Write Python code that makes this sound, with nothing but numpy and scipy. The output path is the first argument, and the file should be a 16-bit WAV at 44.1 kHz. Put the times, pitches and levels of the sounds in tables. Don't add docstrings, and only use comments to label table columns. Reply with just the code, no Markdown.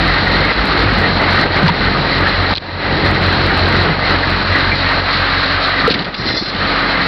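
import sys
import numpy as np
from scipy import signal
from scipy.fft import rfft, irfft, next_fast_len
from scipy.io import wavfile
from scipy.ndimage import uniform_filter1d, minimum_filter1d, map_coordinates

SR = 44100
rng = np.random.default_rng(int(sys.argv[2]) if len(sys.argv) > 2 else 0)


def gain_from_db(level_db):
    decades = np.asarray(level_db, float) / 20
    return 10 ** decades


def wrap_up_sound(samples):
    columns = np.atleast_2d(samples).T
    tamed = np.clip(columns, -1, 1)
    steps = np.round(tamed * 32767).astype(np.int16)
    wavfile.write(sys.argv[1], SR, steps)


N = 311787


def unit(x):
    return x / np.sqrt(np.mean(x ** 2) + 1e-20)


def curves(rows):
    s, *columns = np.transpose(rows)
    return [np.interp(np.arange(N) / SR, s, column) for column in columns]


def wobble(rate):
    knots = rng.standard_normal(int(N * rate / SR) + 4)
    return map_coordinates(knots, [np.arange(N) * rate / SR])


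def filtered(x, response):
    m = next_fast_len(N + SR // 2)
    return irfft(rfft(x, m) * response(np.fft.rfftfreq(m, 1 / SR)), m)[..., :N]


def colour(points):
    f, db = np.transpose(points)
    return lambda hz: gain_from_db(np.interp(np.log(hz + 1), np.log(f + 1), db, left=-120, right=-120))


def resonances(modes):
    def response(f):
        return sum((-1) ** k * gain_from_db(db) * 1j * f * width / (hz * hz - f * f + 1j * f * width)
                   for k, (hz, width, db) in enumerate(modes))
    return response


# [t/s, f/Hz, level/dB]
PANEL_BOOM = [
    (0.0, 49.7, -14),
    (0.264, 50.7, -34.5),
    (0.36, 48.6, -22.5),
    (0.46, 47.2, -27),
    (0.6, 54.5, -14.5),
    (0.68, 56, -25.5),
    (0.8, 55, -18),
    (0.93, 50.7, -20),
    (1.1, 50.4, -42.5),
]


def panel():
    hz, db = curves(PANEL_BOOM)
    sounding = np.clip((PANEL_BOOM[-1][0] - np.arange(N) / SR) / .05, 0, 1)
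    return sounding * np.sqrt(2) * gain_from_db(db - 3.0) * np.sin(2 * np.pi * np.cumsum(hz) / SR)


# [t/s, peak level/dB, f/Hz, length/s]
CAMERA_BUMPS = [(.84, -16, 103, 0.079), (0.971, -19, 225.4, 0.045), (1.635, -5, 163.4, 0.029),
                (1.686, -7.5, 946, 0.012), (1.703, -9.5, 168, 0.021), (3.895, -11, 165, 0.025),
                (5.84, -12, 1231, 0.0081), (5.877, -5, 464, 0.011), (5.886, -19, 179, 0.011),
                (5.907, -4, 381, 0.0028), (5.945, -18, 333, 0.011), (5.99, -22, 160, 0.029),
                (6.059, -23.5, 243, 0.0084), (6.19, -23, 120.3, .04), (6.262, -14, 230, .009),
                (6.3, -22, 115.6, .04), (6.338, -11.5, 260, .005), (6.41, -15, 190, .008),
                (6.422, -12, 302, .006), (6.545, -17.5, 200, .012), (1.674, -9, 159, 0.0065),
                (1.682, -12.5, 1920, 0.0043), (2.0, -17.5, 139, .04), (3.02, -16.5, 198.5, .03)]


def bumps():
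    out, t = np.zeros(N + SR), np.arange(SR // 4) / SR
    for s, db, hz, length in CAMERA_BUMPS:
        shape = np.clip(t * hz * 2, 0, 1) / (1 + (t / length) ** 6)
        out[round(s * SR):][:len(t)] += gain_from_db(db) * shape * np.sin(2 * np.pi * hz * t)
    return out[:N]


# [t/s, peak level/dB, f/Hz, t60/s]
FINGER_TICKS = [
    (2.5372, -7, 3900, .008),
    (2.549, -19, 4200, .006),
    (2.5542, -6, 3870, .008),
    (2.5617, -11, 4150, .013),
    (2.572, -8, 4160, .01),
    (2.5787, -6, 3200, .007),
    (2.5812, -10, 3600, .008),
]


def ticks():
    out, t = np.zeros(N + SR), np.arange(SR // 4) / SR
    for s, db, hz, t60 in FINGER_TICKS:
        casing_hz = rng.uniform(2500, 4600, (4, 1))
        ring = np.sin(2 * np.pi * hz * t) + .3 * np.sin(2 * np.pi * casing_hz * t).sum(axis=0)
        attack = 1 - np.exp(-(t / 0.0004) ** 2)
        decay = gain_from_db(db + 2.5 - 60 * t / max(t60, .002))
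        out[round(s * SR):][:len(t)] += decay * attack * ring
    return out[:N]


# [t/s, level/dB]
CHATTER_LEVEL = [
    (6.12, -49.5),
    (6.19, -25.5),
    (6.25, -28),
    (6.285, -20.5),
    (6.345, -22.5),
    (6.375, -17),
    (6.43, -27),
    (6.5, -26),
    (6.56, -53),
]
# [f/Hz, width/Hz, level/dB]
RING_MODES = [(3520, 28, -6), (3850, 30, -12), (4010, 27, -7), (4160, 24, 1.5), (4400, 40, -9),
              (4710, 30, -10), (4910, 45, -10), (5180, 55, -15), (5450, 110, -19), (5830, 50, -27)]


def strap_ring():
    taps = (rng.random(N) < 900 / SR) * gain_from_db(2.5 * rng.standard_normal(N))
    return gain_from_db(curves(CHATTER_LEVEL)[0]) * unit(filtered(taps, resonances(RING_MODES)))


# [t/s, peak level/dB, length/s]
CASING_SHAKES = [(1.68, -6, 0.006), (1.689, -14, .008), (5.874, -9, .008), (5.9, -5.5, 0.0087),
                 (5.911, -8, 0.018), (5.94, -6.5, 0.011), (5.991, -13, 0.0089), (6.021, -17, .01),
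                 (6.046, -15, 0.011), (6.142, -12.5, 0.011), (6.263, -14.5, .008), (6.286, -9, 0.0067),
                 (6.326, -17, 0.0096), (6.458, -17, 0.011), (6.502, -18, 0.0049), (6.547, -14, .008),
                 (6.561, -15.5, .008)]
# [f/Hz, level/dB]
CASING_COLOUR = [(700, -22), (1500, -8), (2600, -5), (3300, -4), (4200, -1), (4800, -7), (5400, -21),
                 (6300, -42)]


def rattles():
    shakes, t = np.zeros(N + SR), np.arange(SR // 16) / SR
    for s, db, length in CASING_SHAKES:
        shape = (1 - np.exp(-t / 0.00026)) / (1 + (t / length) ** 4)
        shakes[round(s * SR):][:len(t)] += gain_from_db(db) * shape
    return 0.45 * shakes[:N] * unit(filtered(rng.standard_normal(N), colour(CASING_COLOUR)))


# [t/s, cab enclosure level/dB, nearness to the standing-wave crest level/dB]
MIC_PLACE = [(0, 1, -2.5), (.35, -1, -4.5), (.7, -1.5, -10.5), (1.0, 1.5, -3), (1.4, 0, -0.5),
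             (1.75, 1.5, -2), (2.3, -2, -1), (2.9, 2, 1), (3.3, 1, 3), (3.9, 0, 1), (4.1, -2.5, -3),
             (4.6, -3, 0), (5.0, -5, -4), (5.7, -10, -7.5), (5.95, 2.5, -12), (6.4, 0.5, -9),
             (6.7, -3.5, -11.5), (7.07, -3, -17)]


def place():
    return curves(MIC_PLACE)


# [t/s, firing rate/Hz]
IDLE_SPEED = [(0, 45.8), (1.1, 45.6), (1.35, 45.4), (2.0, 45.55), (2.7, 45.5), (3.1, 45.35), (4.3, 45.4),
              (4.6, 45.6), (5.2, 45.7), (5.6, 46.1), (7.07, 46.1)]
STRONG_FIRING_S = 4.557


def firings():
    turns = np.cumsum(curves(IDLE_SPEED)[0]) / SR
    return turns - turns[round(STRONG_FIRING_S * SR)]


EXHAUST_PUSH = [-1.2, -5.5, -1.5, 2, -2, 4, 3.4, -2]


def drone(turns):
    enclosed_db, wave_db = place()
    # order, level/dB, shares of enclosure, standing wave and exhaust push, lead/firings, unsteadiness/dB
    orders = [(2, -22, 0.049, 0.91, 1.25, 0, 2.6), (1, -26.5, 0.079, 0.25, .6, 0, 1.3),
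              (3, -28.5, .6, 0.43, .8, 2, 3), (6, -34.5, -0.049, -0.35, .5, 3, 2.5)]
    out = np.zeros(N)
    for k, db, enclosed, wave, uneven, lead, unsteady_db in orders:
        push_db = np.interp(turns + lead, np.arange(8) + .5, EXHAUST_PUSH, period=8)
        level_db = db + enclosed * enclosed_db + wave * wave_db + uneven * push_db + unsteady_db * wobble(14)
        jitter = 0.089 * k * wobble(9) + 0.038 * k * k * wobble(30)
        out += np.sqrt(2) * gain_from_db(level_db) * np.sin(2 * np.pi * k * turns + jitter + rng.uniform(0, 6.0))
    return out


CYLINDER_KNOCK = [-1, -3, -6.5, -2, -4.5, -5, -3, -3.5]


def knocked(turns, scatter_db, pattern, depth_db, sharp):
    late = turns + .08 * wobble(40)
    k = np.floor(late).astype(int)
    chance_db = scatter_db * np.tanh(rng.standard_normal(1024))[k % 1024]
    size_db = pattern * np.array(CYLINDER_KNOCK)[k % 8] + chance_db
    flare = np.exp(-sharp * (late - k)) * gain_from_db(size_db + depth_db)
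    return unit((1 + uniform_filter1d(flare, size=90)) * rng.standard_normal(N))


# [f/Hz, level/dB]
TIN_COLOUR = [(1650, -31.5), (2800, -10), (3480, -6), (3930, 1.5), (4150, 3.5), (4830, -8.5), (5580, -21),
              (5940, -34.5), (7720, -46.5), (13100, -120)]


def tin(turns):
    return unit(filtered(knocked(turns - 1, 4, .8, -4, 1.8), colour(TIN_COLOUR)))


# [f/Hz, level/dB]
BULKHEAD_COLOUR = [(280, -14.5), (380, -9), (550, -0.5), (700, -1.5), (950, -2), (1200, -21.5)]


def drum(turns):
    return unit(filtered(knocked(turns, 1.6, 0.7, -1.4, 2.0), colour(BULKHEAD_COLOUR)))


# [f/Hz, level/dB]
CAB_COLOUR = [(25, -40), (40, -16.5), (70, -3.5), (110, -6), (190, 1.5), (245, -4.5), (310, -1.5),
              (400, -5), (550, -10)]


def thuds(turns):
    starts = np.flatnonzero(np.diff(np.floor(turns)))
    cylinder = np.floor(turns[starts] + 1).astype(int) % 8
    uneven = np.array([0.89, -0.51, .5, -1.5, 0.024, .2, -0.95, 0.16])
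    pushes = np.zeros(N)
    pushes[starts] = uneven[cylinder] + .5 * rng.standard_normal(1024)[:len(starts)]
    return unit(filtered(pushes, colour(CAB_COLOUR)))


def cab(turns):
    rumble = unit(filtered(knocked(turns, 3.7, .8, 1.8, 1.2), colour(CAB_COLOUR)))
    return unit(rumble + gain_from_db(-6.5) * thuds(turns))


# [f/Hz, width/Hz, level/dB]
COVER_MODES = [(1851, 140, 2), (2070, 83, 1.5)]


def cover(turns):
    clusters = gain_from_db(5.8 * np.tanh(wobble(9)))
    knocks = knocked(turns, 4, 3.4, 9.2, 1.7)
    return unit(clusters * filtered(knocks, lambda f: resonances(COVER_MODES)(f) ** 2))


# [f/Hz, width/Hz, level/dB]
PANEL_MODES = [(1250, 120, -11), (1545, 59, -3.5), (1617, 120, -8), (1870, 86, 0.5), (2076, 170, -9.5)]


def clacks(turns):
    out, t = np.zeros(N + SR), np.arange(SR // 16) / SR
    starts = np.flatnonzero(np.diff(np.floor(turns)))
    pitches = np.array(PANEL_MODES)[:, 0]
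    envelope = gain_from_db(-60 * t / .035) * (1 - np.exp(-t / 0.0019))
    for at, panels in zip(starts, rng.random((1024, 4, 4))):
        for pick, late, size, detune in panels:
            hz = pitches[int(pick * len(pitches))] * (.94 + .12 * detune)
            level = gain_from_db(-2.5 * np.log(size + 0.026))
            out[at + int(late * .016 * SR):][:len(t)] += level * envelope * np.sin(2 * np.pi * hz * t)
    return unit(out[:N])


# [t/s, peak level/dB, f/Hz]
HARD_KNOCKS = [(0.263, -3.5, 1887), (0.44, -5, 2153), (0.693, -5, 1176), (0.49, -6, 2053),
               (0.888, -5, 1284), (1.206, -6, 1293), (1.369, -7, 1880), (1.422, -7, 1870),
               (1.811, -11, 1940), (1.86, -9.5, 1810), (1.9445, -6, 1230), (2.1207, -9, 1930),
               (2.258, -2.5, 1710), (2.5, -6.5, 1155), (3.047, -10, 1426), (3.153, -5, 1893),
               (3.497, -4.5, 1870), (3.7429, -7.5, 1506), (3.856, -11, 1440), (4.226, -4.5, 1900),
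               (4.2982, -9.5, 1678), (4.548, -1.5, 1945), (4.714, -3, 2070), (5.216, -6, 1564),
               (5.361, -7, 2070), (5.427, -5, 1850), (5.673, -6.5, 1220), (5.8511, -3, 1228),
               (6.782, -7, 1240), (6.995, -5.5, 1853)]


def hard_knocks():
    out, t = np.zeros(N + SR), np.arange(SR // 16) / SR
    envelope = (1 - np.exp(-t / 0.0028)) / (1 + (t / 0.021) ** 3)
    for s, db, hz in HARD_KNOCKS:
        spread = rng.uniform(.75, 1.15, (4, 1))
        neighbours = np.sin(2 * np.pi * hz * spread * t + 6 * spread).sum(axis=0)
        swing = np.sin(2 * np.pi * hz * t) + 0.66 * neighbours
        out[round(s * SR):][:len(t)] += gain_from_db(db - 11.0) * swing * envelope
    return out[:N]


# [f/Hz, level/dB]
BLOCK_COLOUR = [(560, -32), (950, -12.5), (1030, -2), (1230, 1.5), (1750, -1), (1890, -2.5), (2380, -4.5),
                (3300, -10.5), (4290, -23.5), (7260, -120)]


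def block(turns):
    ringing = resonances(PANEL_MODES)
    roar = filtered(knocked(turns, 2.9, 1.0, 0, 0.35), lambda f: colour(BLOCK_COLOUR)(f) * (2.4 + 0.19 * ringing(f)))
    return unit(unit(roar) + gain_from_db(-5.5) * clacks(turns) + gain_from_db(-6.5) * cover(turns))


def engine(turns):
    enclosed_db = place()[0]
    shake = wobble(13)
    block_db = -17 + 1.05 * shake
    cab_db = -20 + 1.2 * enclosed_db + 1.1 * wobble(10)
    drum_db = -21.5 + .4 * enclosed_db + 0.51 * shake + 1.1 * wobble(11)
    tin_db = -23 - 0.084 * enclosed_db + 0.29 * shake + 1.2 * wobble(25)
    body = gain_from_db(block_db) * block(turns) + hard_knocks()
    return body + gain_from_db(cab_db) * cab(turns) + gain_from_db(drum_db) * drum(turns) + gain_from_db(tin_db) * tin(turns)


# [t/s, depth level/dB, time to fall/s]
GAIN_DUCKS = [(.52, 4.5, .01), (1.09, 2, 0.015), (1.46, 4, 0.022), (1.695, 5.5, .015), (1.98, 1, .02),
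              (2.537, 14, .004), (2.583, 19.5, 0.0037), (3.9, 4, .06), (4.43, 3.5, 0.0083), (5.0, 3, 0.011),
              (5.7, 1.5, 0.034), (5.9, 6.5, 0.028), (5.95, 7, 0.023), (6.0, 11, 0.027), (6.06, 13, .05),
              (6.14, 11.5, .02), (6.3, 9, 0.02), (6.38, 13, 0.013), (6.43, 11, 0.013), (6.51, 5, 0.014),
              (6.72, 1.5, 0.059), (6.88, -0.5, 0.059)]


def gain_control():
    hold_s, quick_share, quick_s, recover_db_per_s = 0.018, 0.26, 0.012, 36.5
    s, depth_db, fall = np.transpose(GAIN_DUCKS)[..., None]
    since = np.arange(N) / SR - s
    after = np.maximum(since - fall - hold_s, 0)
    sprung = quick_share * (1 - np.exp(-after / quick_s))
    left_db = depth_db * (1 - sprung) - recover_db_per_s * after
    drop_db = np.clip(since / np.abs(fall), 0, 1) * np.maximum(left_db, 0)
    return gain_from_db(-np.max(drop_db, axis=0))


def scene():
    turns = firings()
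    near = bumps() + ticks() + strap_ring() + rattles()
    held = -minimum_filter1d(-np.abs(near), size=300)
    ducked = 1 / (1 + (uniform_filter1d(held, size=150) / 0.75) ** 2)
    far = panel() + drone(turns) + engine(turns)
    return (ducked * gain_control() * far + near)[None]


def band_limit(x):
    return signal.sosfilt(signal.butter(12, 15827, fs=SR, output="sos"), x)


# [t/s, click level/dB]
SHAVED_PEAKS = [(0.0496, -37), (0.0762, -30), (0.1418, -33.5), (0.254, -34.5), (0.453, -37.5),
                (0.6553, -25), (0.827, -33.5), (0.9863, -27), (1.0158, -29.5), (1.332, -29.5),
                (1.589, -37.5), (1.93, -39.5), (2.1897, -32), (2.2833, -33), (2.4309, -34), (3.0528, -35.5),
                (3.0956, -34), (3.1123, -28.5), (3.2218, -31.5), (3.2654, -31), (3.4665, -29.5),
                (3.5049, -32), (3.5758, -26.5), (3.6865, -28), (3.8292, -33), (4.3006, -30), (4.918, -33),
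                (5.675, -32), (5.879, -27), (7.0654, -30.5)]


def record(dry):
    edge_hz, ceiling = 6070, .715
    squeezed = dry / (1 + np.abs(dry / .772) ** 6) ** (1 / 6)
    narrow = filtered(squeezed, lambda hz: (hz > 20) / (1 + (hz / edge_hz) ** 60))
    shaved = np.zeros(N + SR)
    for (s, db), (gap, size) in zip(SHAVED_PEAKS, rng.random((len(SHAVED_PEAKS), 2))):
        for late, less_db in ((.0007, 0), (.003 + 0.018 * gap, -3 - 10 * size)):
            click = gain_from_db(db + less_db + 7.5) * np.array([.45, 1, .45])
            shaved[round((s + late) * SR):][:3] = click
    return band_limit(np.clip(narrow, -ceiling, ceiling) - shaved[:N] - .002)


dry = scene()
out = record(dry)
wrap_up_sound(out)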